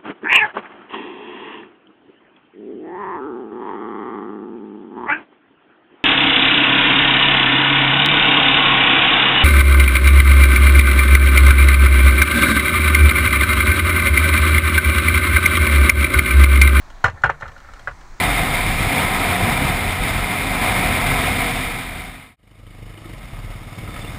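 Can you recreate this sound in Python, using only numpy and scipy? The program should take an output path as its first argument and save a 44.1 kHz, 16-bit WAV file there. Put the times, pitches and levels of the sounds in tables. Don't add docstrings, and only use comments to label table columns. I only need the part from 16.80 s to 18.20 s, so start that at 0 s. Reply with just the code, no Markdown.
import sys
import numpy as np
from scipy import signal
from scipy.fft import rfft, irfft
from scipy.io import wavfile
from scipy.ndimage import uniform_filter1d

SR = 44100
rng = np.random.default_rng(int(sys.argv[2]) if len(sys.argv) > 2 else 0)


def persist_wave(psi):
    counts = np.round(np.clip(psi, -1, 1) * 32767).astype(np.int16)
    wavfile.write(sys.argv[1], SR, np.atleast_2d(counts).T)


N = 61739
T = np.arange(N) / SR

# frequency in Hz, level in dB, T60 in seconds at ring length 1.
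PAN = [(460, -8.5, 0.11), (561.4, 0, 0.087), (745, -7, 0.1), (808, -0.5, 0.041), (869, -2.5, 0.051),
       (1066.5, -5, 0.078), (1130, -9.5, 0.026), (1258, -9, 0.061), (1335, 5, 0.037), (1466.7, 7.5, 0.023),
       (1606, 6.5, 0.022), (1790, 8.5, 0.052), (2036, -17, 0.24), (1990, -2.5, .07), (2350, -10.5, .06)]
PUSH_S = 0.00091


def undb(db):
    return 10 ** (np.asarray(db, float) / 20)


def unit(x):
    return x / np.sqrt(np.mean(x ** 2))


def unit_energy(x):
    return x / np.sqrt(np.sum(x ** 2))


def fade(t60_s, t):
    return np.exp(-np.log(1000) * t / max(t60_s, .003))


def band(x, hz, width_hz):
    return signal.lfilter(*signal.iirpeak(hz, hz / width_hz, fs=SR), x)


def ring(modes, push_s, spot_hz=1., octaves=1., boost_db=0., length=1., size=1):
    t = T[:SR // 7]
    x = np.zeros(len(t))
    for k, (hz, db, t60_s) in enumerate(modes):
        sign = (-1) ** (k // size)
        favour_db = boost_db * np.exp(-(np.log2(hz / spot_hz) / octaves) ** 2)
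        x += sign * undb(db + favour_db) * np.sin(2 * np.pi * hz * t) * fade(t60_s * length, t)
    x = x * (1 - np.exp(-(t / push_s) ** 2))
    return x / np.abs(x).max()


def add(out, start_s, x):
    i = int(start_s * SR)
    out[i:i + len(x)] += x[:N - i]


def walk(rate_hz):
    hold = int(SR / rate_hz)
    steps = np.repeat(rng.standard_normal(N // hold + 1), hold)
    return 1.3 * uniform_filter1d(uniform_filter1d(steps, hold), hold)[:N]


SPOT_OCTAVES, SPOT_DB = 0.12, 20.5
SOFTER_PER_DB = .04
RATTLE_DB, RATTLE_T60_S = -17.5, 0.096
RATTLE_HZ, RATTLE_STAGE_WIDTH_HZ, RATTLE_TOP_HZ = 1180, 1760, 2780
CRACK_DB, CRACK_DECAY_S, CRACK_HZ, CRACK_WIDTH_HZ = -11, 0.0035, 4940, 6800
RASP_DB, RASP_DECAY_S = -15.5, 0.014
RIM_DB = -4


def grate_rattle():
    noise = band(rng.standard_normal(N), RATTLE_HZ, RATTLE_STAGE_WIDTH_HZ)
    noise = unit(band(noise, RATTLE_HZ, RATTLE_STAGE_WIDTH_HZ))
    return signal.sosfilt(signal.butter(3, RATTLE_TOP_HZ, fs=SR, output="sos"), noise)


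def rim_tick(bright):
    # frequency in Hz, level in dB, T60 in seconds.
    rim_modes = [(2860, 0, .02), (3250, -2, .02), (3800, -4, .02), (4200, -2, .02), (5330, -5, .015),
                 (5900, -3, .015), (6950, -3, .012), (7800, -7, .012)]
    crack = bright * rng.standard_normal(N)
    direct = band(band(crack, CRACK_HZ, CRACK_WIDTH_HZ), CRACK_HZ, 2 * CRACK_WIDTH_HZ)
    rung = signal.fftconvolve(crack, unit_energy(ring(rim_modes, 1 / SR)))[:N]
    return undb(CRACK_DB) * direct + undb(RIM_DB) * rung


def knocks():
    # start in seconds, level in dB, favoured pitch in Hz,
    # treble tick in dB re level (ahead of the tick filters), ring length as a factor on T60.
    contacts = [(0.101, -34.5, 1550, -1.5, 0.34), (.163, -49, 1530, -26, 0.56),
                (.2405, -6.5, 892, -9, 0.43), (0.2434, 2.5, 1450, -60, .6), (.2500, -7.5, 1140, -34, 0.47),
                (.254, -6, 2050, -19, 0.27), (.2600, -13, 1030, -12, 0.46), (.268, -25.5, 1090, -12, 0.56),
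                (0.2804, -11, 1560, -20.5, 0.78), (.297, -30.5, 1910, -4, 0.89),
                (.360, -43, 1110, -19, 0.52), (.418, -34.5, 1330, -3, 0.28), (.4360, -6.5, 1730, -28, 0.29),
                (0.4371, 0, 1480, -22.5, 0.92), (.4410, -2.5, 1570, -42, 2.4),
                (0.4451, -12.5, 1105, -23, 0.82), (0.451, -17, 850, -43, 1.9), (.458, -9.5, 1440, -21, 2.3),
                (0.468, -36, 1220, -39, 1.8), (.4915, -18.5, 1780, -42, 0.54), (.4938, -6.5, 1458, -37, .6),
                (0.4977, -5, 904, -24, 0.4), (.512, -45, 1950, -32, 0.49), (0.543, -33.5, 1480, -13, 0.73),
                (.600, -39, 1510, 2, 0.58), (0.609, -27.5, 935, -4.5, 0.38), (0.6212, -20, 1370, -28, 0.34),
                (0.6246, -18, 1656, -40, 0.32), (0.629, -17, 1510, -40, 0.33), (0.638, -32, 940, -51, 0.49),
                (.655, -25, 1340, -30, 0.31), (0.661, -26, 1460, -19, .8), (0.678, -32, 1240, -2.5, 0.6),
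                (.683, -29.5, 1280, -17.5, 0.74), (.691, -35.5, 1640, -25, 0.33),
                (.715, -34.5, 1150, -7.5, .8), (.763, -30, 1490, -19, 0.55), (0.778, -44, 1370, 3.5, 1.5),
                (0.801, -37.5, 1290, -5, 0.71), (0.846, -31.5, 1420, -36, 0.3),
                (.886, -32, 1280, -28, 0.97), (.934, -30.5, 1270, -6, 0.7), (.912, -44, 1550, -14, 0.86),
                (0.962, -38.5, 1380, -22, 2.4), (0.993, -32.5, 1523, -4.5, 0.42),
                (1.0733, -9.5, 1553, -26, 1.08), (1.078, -19, 1850, -23, 0.36),
                (1.0815, -25, 767, -35, 0.2), (1.0848, -32, 1970, -27, 0.43), (1.091, -53, 1050, -27, .6),
                (1.11, -30, 1500, -14, 0.91), (1.21, -38.5, 1550, -1, 0.75)]
    pan, shake, bright = np.zeros(N), np.zeros(N), np.zeros(N)
    t = T[:SR // 4]
    burst = np.exp(-t / CRACK_DECAY_S) + undb(RASP_DB) * np.exp(-t / RASP_DECAY_S)
    burst *= 1 - np.exp(-t / PUSH_S)
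    for start_s, level_db, spot_hz, tick_db, length in contacts:
        push_s = PUSH_S * np.exp(-SOFTER_PER_DB * level_db)
        rung = ring(PAN, push_s, spot_hz, SPOT_OCTAVES, SPOT_DB, length, size=3)
        shaken = (1 - np.exp(-t / push_s)) * fade(RATTLE_T60_S, t)
        add(pan, start_s, undb(level_db) * rung)
        add(shake, start_s, undb(level_db + RATTLE_DB) * shaken)
        add(bright, start_s, undb(level_db + tick_db) * burst)
    return pan + shake * grate_rattle() + rim_tick(bright)


SCRAPE_PER_S, SCRAPE_SPREAD_DB = 700, 2.5


def scrape():
    # time in seconds, level in dB.
    shuffle = [(0.3, -53.5), (0.428, -49), (0.616, -53.5), (1.25, -73)]
    draw = rng.random((2, N))
    hits = draw[0] < SCRAPE_PER_S / SR
    strength = undb(-SCRAPE_SPREAD_DB * np.log(draw[1] + 1e-6))
    grains = hits * strength * rng.choice([-1, 1], N)
    rung = signal.fftconvolve(grains, ring(PAN, PUSH_S))[:N]
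    time_s, db = np.array(shuffle).T
    return unit(rung) * undb(np.interp(T, time_s, db, left=-90, right=-90))


THUMP_PUSH_S, THUMP_OCTAVES, THUMP_DB = 0.0024, 0.34, 12


def counter():
    # start in seconds, level in dB, favoured pitch in Hz.
    thumps = [(0.2429, -15.5, 90.9), (.282, -22.5, 104), (.330, -31, 85), (0.439, -19.5, 137),
              (0.457, -24, 73.3), (0.498, -29.5, 145), (.532, -40.5, 60.4), (0.628, -30, 101),
              (0.653, -36, 67.6), (0.688, -39, 122), (0.73, -44, 59), (1.079, -36.5, 121), (1.109, -35, 70)]
    # frequency in Hz, level in dB, T60 in seconds.
    cabinet_modes = [(42, -25, .15), (61.7, 7.5, 0.16), (78, 5.5, 0.18), (104.2, 15.5, 0.057),
                     (146, -3.5, 0.3), (188, -21, 0.049), (270, -10, 0.069)]
    out = np.zeros(N)
    for start_s, db, spot_hz in thumps:
        thump = ring(cabinet_modes, THUMP_PUSH_S, spot_hz, THUMP_OCTAVES, THUMP_DB)
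        add(out, start_s, undb(db) * thump)
    return out


CABIN_DB, CABIN_T60_S, CABIN_LOWPASS_HZ = -20, 0.072, 3300


def cabin(near):
    t = T[:SR // 4]
    noise = signal.lfilter(*signal.butter(1, CABIN_LOWPASS_HZ, fs=SR), rng.standard_normal(len(t)))
    echo = noise * fade(CABIN_T60_S, t) * (t > .002)
    return undb(CABIN_DB) * signal.fftconvolve(near, unit_energy(echo))[:N]


BURNER_DB = -40
SWELL_DB, FLICKER_DB = .7, 1.45
WHINE_HZ, WHINE_DB = 11251, -80


def burner():
    # frequency in Hz, relative density in dB per Hz.
    spectrum = [(20, 4), (45, -5), (76, -10.5), (150, -22), (354, -25), (500, -30.5), (753, -21),
                (1240, -23.5), (2240, -25), (2800, -35), (4200, -32), (5000, -37.5), (6500, -35),
                (8500, -41), (11000, -50), (15800, -52)]
    hz, db = np.array(spectrum).T
    f = np.arange(N // 2 + 1) * SR / N + 1
    colour = undb(np.interp(np.log(f), np.log(hz), db))
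    swell = walk(3.86)
    out = np.zeros(N)
    for centre_octave in np.arange(4, 14.4, 1 / 3):
        share = np.clip(1 - np.abs(np.log2(f) - centre_octave) * 3, 0, 1) ** .5
        level = undb(SWELL_DB * swell + FLICKER_DB * walk(5))
        out += level * irfft(rfft(rng.standard_normal(N)) * colour * share, N)
    whine = undb(WHINE_DB) * np.sin(2 * np.pi * WHINE_HZ * T)
    return unit(out) * undb(BURNER_DB) + whine


def scene():
    near = knocks() + scrape()
    return (near + cabin(near) + counter() + burner())[None]


DUCK_ABOVE_DB, DUCK_RATIO, DUCK_RELEASE_S, DUCK_SPLIT_HZ = -61.5, 1.198, 0.062, 1830
TOP_HZ = 15650


def record(dry):
    p = np.exp(-1 / (DUCK_RELEASE_S * SR))
    late = np.roll(dry, 300, axis=1)
    heard = np.sqrt(signal.lfilter([1 - p], [1, -p], late ** 2))
    gain = np.maximum(heard / undb(DUCK_ABOVE_DB), 1) ** (1 / DUCK_RATIO - 1)
    low = signal.sosfiltfilt(signal.butter(2, DUCK_SPLIT_HZ, fs=SR, output="sos"), dry)
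    mixed = np.clip(low + gain * (dry - low), -1, 1)
    return signal.sosfilt(signal.ellip(8, .2, 70, TOP_HZ, fs=SR, output="sos"), mixed)


dry = scene()
out = record(dry)
persist_wave(out)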